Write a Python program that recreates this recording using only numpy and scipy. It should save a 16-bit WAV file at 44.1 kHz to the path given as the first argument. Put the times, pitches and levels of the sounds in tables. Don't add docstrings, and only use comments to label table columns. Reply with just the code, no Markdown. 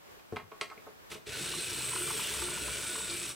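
import sys
import numpy as np
from scipy import signal
from scipy.fft import rfft, irfft, next_fast_len
from scipy.io import wavfile
from scipy.ndimage import uniform_filter1d, map_coordinates

SR = 44100
rng = np.random.default_rng(int(sys.argv[2]) if len(sys.argv) > 2 else 0)


def dump(signal):
    limited = np.clip(np.atleast_2d(signal).T, -1, 1)
    pcm = np.round(limited * 32767).astype(np.int16)
    wavfile.write(sys.argv[1], SR, pcm)


def volts_from_decibels(level):
    exponent = np.asarray(level, float) / 20
    return 10 ** exponent


N = 147735


def unit(x):
    return x / np.sqrt(np.mean(x ** 2) + 1e-20)


def along(points, hz):
    f, v = np.transpose(points)
    return np.interp(np.log(hz + 1), np.log(f + 1), v)


def wobble(rate):
    coarse = np.arange(0, N + 128, 128)
    knots = rng.standard_normal(200)
    return np.interp(np.arange(N), coarse, map_coordinates(knots, [coarse * min(rate, 50) / SR]))


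def filtered(x, response):
    m = next_fast_len(N + SR // 2)
    return irfft(rfft(x, m) * response(np.fft.rfftfreq(m, 1 / SR)), m)[..., :N]


def resonance(f, hz, width_hz):
    wide = 1.5 * width_hz
    return f * wide / (hz * hz - f * f + 1j * f * wide)


def resonant(x, peaks):
    def bank(f):
        return sum((-1) ** k * volts_from_decibels(db) * 1j * f * width / (hz * hz - f * f + 1j * f * width)
                   for k, (hz, width, db) in enumerate(peaks))
    return filtered(x, bank)


# f/Hz, level/dB per Hz
AIR = [(40, 5.5), (160, -3.5), (450, -1), (1500, -4.5), (3000, -10), (10500, -19.5), (12500, -15.5),
       (15800, -16.5)]
# f/Hz, side over mid/dB
AIR_WIDE = [(300, 6.2), (3000, 2.6)]
AIR_DB = -60


def air():
    hiss = unit(filtered(rng.standard_normal((2, N)), lambda f: volts_from_decibels(along(AIR, f))))
    mid, other = volts_from_decibels(AIR_DB + 1.7 * wobble(8.56)) * hiss
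    side = filtered(other, lambda f: volts_from_decibels(along(AIR_WIDE, f)))
    return mid + np.outer([1, -1], side)


# f/Hz, t60/s
ROOM = [(200, 0.26), (2000, 0.23), (10000, 0.22)]


def room(x):
    hz, t, z = signal.stft(rng.standard_normal((2, SR // 2)), SR, nperseg=256)
    fade = volts_from_decibels(-60 * t / along(ROOM, hz)[:, None])
    tail = signal.istft(z * fade, SR, nperseg=256)[1]
    late = np.pad(x, (300, 0))
    return signal.fftconvolve(late[None], tail / np.linalg.norm(tail[0]), axes=1)[:, :N]


# t/s,
# peak level/dB, centre f/Hz, breadth/octaves, ring time factor
CLICKS = [(0.088, -51, 563, 0.89, 0.26), (.169, -53, 450, 0.43, 0.39), (.195, -49, 2520, 1.2, 0.35),
          (.308, -67, 1400, .4, 0.68), (.3235, -27, 231, 1.24, 0.58), (.332, -31.5, 200, 0.8, 0.6),
          (.360, -31.5, 1840, 0.8, 1.1), (.367, -24, 1170, 1.24, 0.69), (0.398, -39, 1310, 0.57, 0.45),
          (.425, -48, 108, 0.44, 1.1), (.517, -37, 950, 1.1, 0.96), (.611, -21.5, 1950, 1.9, 0.9),
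          (0.699, -39, 1610, 1.6, 1.5), (.712, -39, 1110, 0.57, 1.8), (0.775, -43.5, 2400, 0.16, 1.6),
          (.772, -46.5, 432, 1.2, 0.75), (0.867, -38.5, 730, 0.76, 1.3), (0.888, -49, 450, 1.1, 0.49),
          (1.117, -35.5, 1500, 1.8, 1.56), (1.155, -41.5, 446, 1.3, 1.7), (3.097, -29, 4430, 0.3, 1.3)]
# f/Hz, level/dB, t60/s
SHELL = [(96.4, -13, 0.24), (151, -2, 0.078), (423.6, -0.5, 0.14), (625, -14.5, 0.13), (1090, -5.5, 0.086),
         (1279, -3.5, 0.053), (2147, -1, 0.04), (2400, -2, 0.038), (2673, -6.5, 0.04), (3250, -8.5, 0.049),
         (4200, -5, 0.035), (4770, -7, 0.041), (8100, -6, 0.03)]
SHELL_TOP_HZ, CRACK_DB, CRACK_T60_S = 11400, 1, 0.048
RISE_S, SOFT_DB = 0.00052, -33.5


def controller():
    out, t = np.zeros(N + SR), np.arange(SR // 4) / SR
    f = np.fft.rfftfreq(len(t), 1 / SR) + 1
    for s, db, centre_hz, octaves, lasts in CLICKS:
        def near(hz):
            hump = np.exp(-.5 * (np.log2(hz / centre_hz) / octaves) ** 2)
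            return hump / (1 + (hz / SHELL_TOP_HZ) ** 20) / (1 + (centre_hz / hz / 7) ** 4)

        ring = 0
        for hz, level, t60 in SHELL:
            fade = volts_from_decibels(level + rng.normal(0, 1) - 60 * t / (t60 * lasts))
            detuned_hz = hz * (1 + rng.normal(0, 0.011))
            ring = ring + near(hz) * fade * np.sin(2 * np.pi * detuned_hz * t)
        rough = 1 + 3 * uniform_filter1d(rng.standard_normal(len(t)), size=80)
        crack = unit(irfft(rfft(rng.standard_normal(len(t))) * near(f) / np.sqrt(f), len(t)))
        crack = crack * volts_from_decibels(CRACK_DB - 5 - 60 * t / (CRACK_T60_S * lasts))
        rise = 1 - np.exp(-t / (RISE_S * max(1, volts_from_decibels(SOFT_DB - db))))
        hit = rise * (ring * rough + crack)
        out[round(s * SR):][:len(t)] += volts_from_decibels(db) * hit / abs(hit).max()
    return out[:N]


# t/s, level/dB
LASH = [
    (1.103, -41),
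    (1.118, -35),
    (.3605, -44),
    (.611, -39),
]
LASH_T60_S = .04


def lash():
    out, t = np.zeros(N), np.arange(SR // 10) / SR
    for s, db in LASH:
        out[round(s * SR):][:len(t)] += volts_from_decibels(db - 3 - 60 * t / LASH_T60_S) * rng.standard_normal(len(t))
    return filtered(out, lambda f: 1j * f / (2500 + 1j * f) * 18000 / (18000 + 1j * f))


# t/s, peak level/dB
KNOCKS = [(1.351, -48), (1.438, -49.5), (1.463, -45), (1.535, -40.5), (1.626, -48), (1.692, -53),
          (1.716, -49), (1.759, -48), (1.789, -56), (1.805, -48), (1.838, -47), (1.873, -47), (1.914, -44),
          (1.932, -38), (1.96, -34), (2.018, -38), (2.075, -39.5), (2.104, -35), (2.162, -50), (2.192, -40),
          (2.217, -44), (2.248, -52), (2.312, -45), (2.34, -42), (2.364, -48), (2.389, -40.5),
          (2.42, -36.5), (2.484, -40.5), (2.515, -43), (2.537, -52), (2.574, -39), (2.681, -40),
          (2.789, -47), (2.829, -47), (2.849, -45), (2.916, -50), (2.953, -39.5), (2.979, -48),
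          (3.003, -42), (3.053, -53), (3.077, -54), (3.113, -47), (3.218, -50), (3.251, -48), (3.3, -47)]
# f/Hz, width/Hz, level/dB
HOUSING = [(937, 73, 9), (1055, 66, 9.5), (1165, 68, 7.5), (1477, 110, 4.5)]
KNOCK_S, KNOCK_DB = .0012, 4


def knocks():
    out, t = np.zeros(N + SR), np.arange(SR // 20) / SR
    body = resonant(np.eye(1, N)[0], HOUSING)[:len(t)]
    for s, db in KNOCKS:
        scrape = t * np.exp(-t / KNOCK_S) * rng.standard_normal(len(t))
        blow = 0.0043 * (t == 0)
        thump = signal.fftconvolve(scrape + blow, body)[:len(t)]
        out[round(s * SR):][:len(t)] += volts_from_decibels(db + KNOCK_DB) * thump / abs(thump).max()
    return out[:N]


SHAFT_HZ, TEETH_PER_S, TOOTH_SCATTER_DB, BEAT_DEPTH, HISS_DB = 65, 1800, 5.5, 0.12, -2


def teeth():
    turn = 2 * np.pi * np.cumsum(SHAFT_HZ * (1 + 0.06 * wobble(6))) / SR
    chance = rng.random((2, N))
    size, sign, hiss = rng.standard_normal((3, 2, N))
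    strength = volts_from_decibels(TOOTH_SCATTER_DB * np.clip(size, -2, 2))
    hits = (chance < TEETH_PER_S / SR) * np.sign(sign) * strength
    beat = 1 + BEAT_DEPTH * (np.sin(4 * turn) + np.sin(turn / 2))
    return (unit(hits) + volts_from_decibels(HISS_DB) * hiss) * beat


# start t/s, length/s, f/Hz, width/Hz, level/dB
SPELLS = [(2.47, .64, 1460, 22, -13), (1.32, 0.038, 1490, 40, -15), (1.3, 0.12, 1490, 40, -17),
          (1.49, .12, 350, 35, -12), (1.94, .12, 350, 23, -9.5), (2.4, 0.086, 352, 17.6, -5.5),
          (1.27, .05, 429, 31, -11), (2.05, 0.04, 430, 31, -10), (2.6, 0.041, 425, 22, -10),
          (1.47, 0.13, 156, 21, -14), (1.4, .04, 144, 27, -11), (2.5, .06, 159, 15, -10.5),
          (1.9, 0.51, 3100, 150, -15), (2.54, .1, 2830, 83, -14), (2.84, .3, 3720, 40, -12.5),
          (3.09, .12, 2360, 36, -13), (2.2, .12, 3420, 70, -13), (1.45, .2, 3730, 200, -15),
          (1.83, 0.234, 8200, 400, -3), (2.1, 0.135, 8600, 400, -8), (2.92, .1, 8000, 400, -7.5),
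          (2.4, 0.12, 8500, 450, -5), (1.65, 0.059, 11000, 250, -10.5), (1.92, .12, 9300, 190, -6.5),
          (2.8, .22, 9650, 110, -14), (1.75, .17, 14700, 600, -16), (1.98, .35, 14000, 700, -16),
          (1.9, .35, 10700, 330, -21)]
SPELL_EDGE_S = 0.022


def spells():
    t, m = np.arange(N) / SR, next_fast_len(N)
    f, force, out = np.fft.rfftfreq(m, 1 / SR), rfft(teeth(), m), 0
    for s, long_s, hz, width_hz, db in SPELLS:
        gate = np.clip(np.minimum(t - s, s + long_s - t) / SPELL_EDGE_S + .5, 0, 1)
        tone = irfft(force * resonance(f, hz, width_hz) ** 2, m)[:, :N]
        power = abs(uniform_filter1d(tone ** 2, size=SR // 25))
        tone = tone / (power + 1e-12) ** .3
        out = out + volts_from_decibels(db) * gate * tone / np.sqrt(np.sum(gate * tone ** 2) / np.sum(2 * gate))
    return out


# t/s, level/dB
DRIVE = [(1.085, -94), (1.101, -52), (1.119, -41), (1.164, -48), (1.2, -66.5), (1.252, -69), (1.271, -39.5),
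         (1.3, -40), (1.49, -38), (1.82, -39), (1.96, -38.5), (2.3, -38.5), (2.77, -39.5), (3.18, -39),
         (3.309, -40.5), (3.35, -59)]
# f/Hz, level/dB per Hz
WASH = [(60, -19), (500, -9.5), (760, -18.5), (1150, -16.5), (1600, -9.5), (3500, -9.5), (6800, -11.5),
        (15800, -17.5)]
# f/Hz, width/Hz, level/dB, loudest at/turns, swing/dB
CAN = [(5580, 340, -17.5, 0.05, 2), (6350, 180, -25.5, 0.72, 0), (7950, 360, -10.5, 0.32, -0.5),
       (8180, 380, -14.5, 0.66, 0), (8560, 470, -5, 0.27, 0.5), (9150, 340, -8.5, 0.66, 0.5),
       (9610, 245, -13.5, 1, 2.5), (10550, 1000, -13, 0.34, 1), (12800, 620, -17, 0.31, 5),
       (15100, 420, -37, .1, 4)]
# f/Hz, width/Hz, level/dB, loudest at/turns, swing/dB
FRAME = [(1355.5, 23, -20.5, 0.2, 1), (1469, 52, -22, 0.22, 2), (1531, 52, -23.5, 0.1, 2),
         (1810, 81, -31, 0.69, 1), (2090, 110, -24.5, 0.32, 6), (2376, 163, -13.5, 0.53, 1.5),
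         (2568, 100, -12.5, 0.33, 2.5), (2863, 290, -10.5, 0.28, 1.5), (3260, 120, -17.5, 0.46, 5),
         (3448, 93, -15, 0.29, 1.5), (3752, 85, -17.5, 0.87, 1.5), (4080, 310, -14, 0.052, 3.2)]
# f/Hz, width/Hz, level/dB, loudest at/turns, swing/dB
TABLE = [(64.5, 9.4, -17.5, 0.51, 1), (95.5, 10.5, -24, 0.24, 1), (122, 12.3, -19, 0.36, 1.5),
         (155.2, 19.6, -19, 0.42, 1), (188.6, 43, -24, 1, -5.5), (292, 37, -21.5, 0.26, 1),
         (349, 27, -17, 0.64, 0.5), (421.5, 34, -17, 0.27, 1), (497, 43, -27, .38, -3.5),
         (594, 54, -23.5, 0.62, 4.5)]
SLOW_DB = [-13, -1.5, 1]
RUN_S, SPIN_UP_S, TURN_START_S, TURN_S = 1.27, .13, 1.5, 1.95
WASH_DB, SLOW_HISS_DB, HISS_FROM_HZ, DRIFT_DB, FLUTTER_DB = -3, -7, 7000, .8, 2.2


def motor():
    s, drive_db = np.transpose(DRIVE)
    t, m = np.arange(N) / SR, next_fast_len(N)
    f = np.fft.rfftfreq(m, 1 / SR)
    slow = np.exp(-np.clip(t - RUN_S, 0, None) / SPIN_UP_S)
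    wash = unit(filtered(teeth(), lambda f: volts_from_decibels(along(WASH, f))))
    high = filtered(wash, lambda f: 1 / (1 + (HISS_FROM_HZ / (f + 1)) ** 4))
    dulled = wash + (volts_from_decibels(SLOW_HISS_DB * slow) - 1) * high
    out = volts_from_decibels(WASH_DB + wobble(7.23)) * dulled + spells()
    for part, slow_db in zip([CAN, FRAME, TABLE], SLOW_DB):
        force = rfft(teeth(), m)
        for hz, width_hz, db, facing, swing_db in part:
            angle = 2 * np.pi * ((t - TURN_START_S) / TURN_S - facing)
            faces = np.cos(angle) + 0.33 * np.cos(2 * angle)
            unsteady_db = DRIFT_DB * wobble(4.074) + FLUTTER_DB * wobble(20)
            gain = volts_from_decibels(db + slow_db * slow + swing_db * faces + unsteady_db)
            out += gain * unit(irfft(force * resonance(f, hz, width_hz) ** 2, m)[:, :N])
    return out * volts_from_decibels(np.interp(t, s, drive_db, left=-120))


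# f/Hz, side over mid/dB
WIDE = [(60, -14), (130, -15), (290, -17), (700, -10), (1410, -13.5), (3100, -12.5), (6400, -13.5),
        (12000, -5)]
# f/Hz, left over right/dB
LEAN = [(60, 5), (150, 4), (300, 1.7), (1000, -1.1), (3000, 0.1)]
# f/Hz, left ahead/radians
LEAD = [(60, -.3), (430, -.4), (1500, .15), (10600, -.3), (11100, -3.1), (15800, -3.3)]
ROOM_DB, FAR_DB, CLICK_SIDE_DB = -6, -10.5, -17.5


def scene():
    clicks, whirr = controller(), motor()
    near = clicks + knocks() + lash()
    echo = volts_from_decibels(ROOM_DB) * room(near) * volts_from_decibels([[0], [5]]) + volts_from_decibels(FAR_DB) * room(whirr[0])
    mid, other = whirr + near * [[1], [0]] + echo
    late_clicks = np.roll(clicks, shift=SR // 3000)
    side = filtered(other, lambda f: volts_from_decibels(along(WIDE, f))) + volts_from_decibels(CLICK_SIDE_DB) * late_clicks

    def ports(f):
        balance = volts_from_decibels(np.outer([.5, -.5], along(LEAN, f)))
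        return balance * np.exp(np.outer([.5j, -.5j], along(LEAD, f)))
    return filtered(np.array([mid + side, mid - side]), ports) + air()


def band_limit(x):
    return signal.sosfilt(signal.butter(12, 15840, fs=SR, output="sos"), x)


LOW_HZ, TOP_HZ, GAP_HZ, GAP_WIDE_HZ = 50, 15830, 11200, 70


def record(dry):
    def response(f):
        bass_cut = (1j * f / (LOW_HZ + 1j * f)) ** 4 * 2 ** (LOW_HZ / (f + 9))
        gap = 1 - np.exp(-((f - GAP_HZ) / GAP_WIDE_HZ) ** 2)
        return (f < TOP_HZ) * bass_cut * gap
    finished = filtered(dry, response)
    return band_limit(finished)


dry = scene()
out = record(dry)
dump(out)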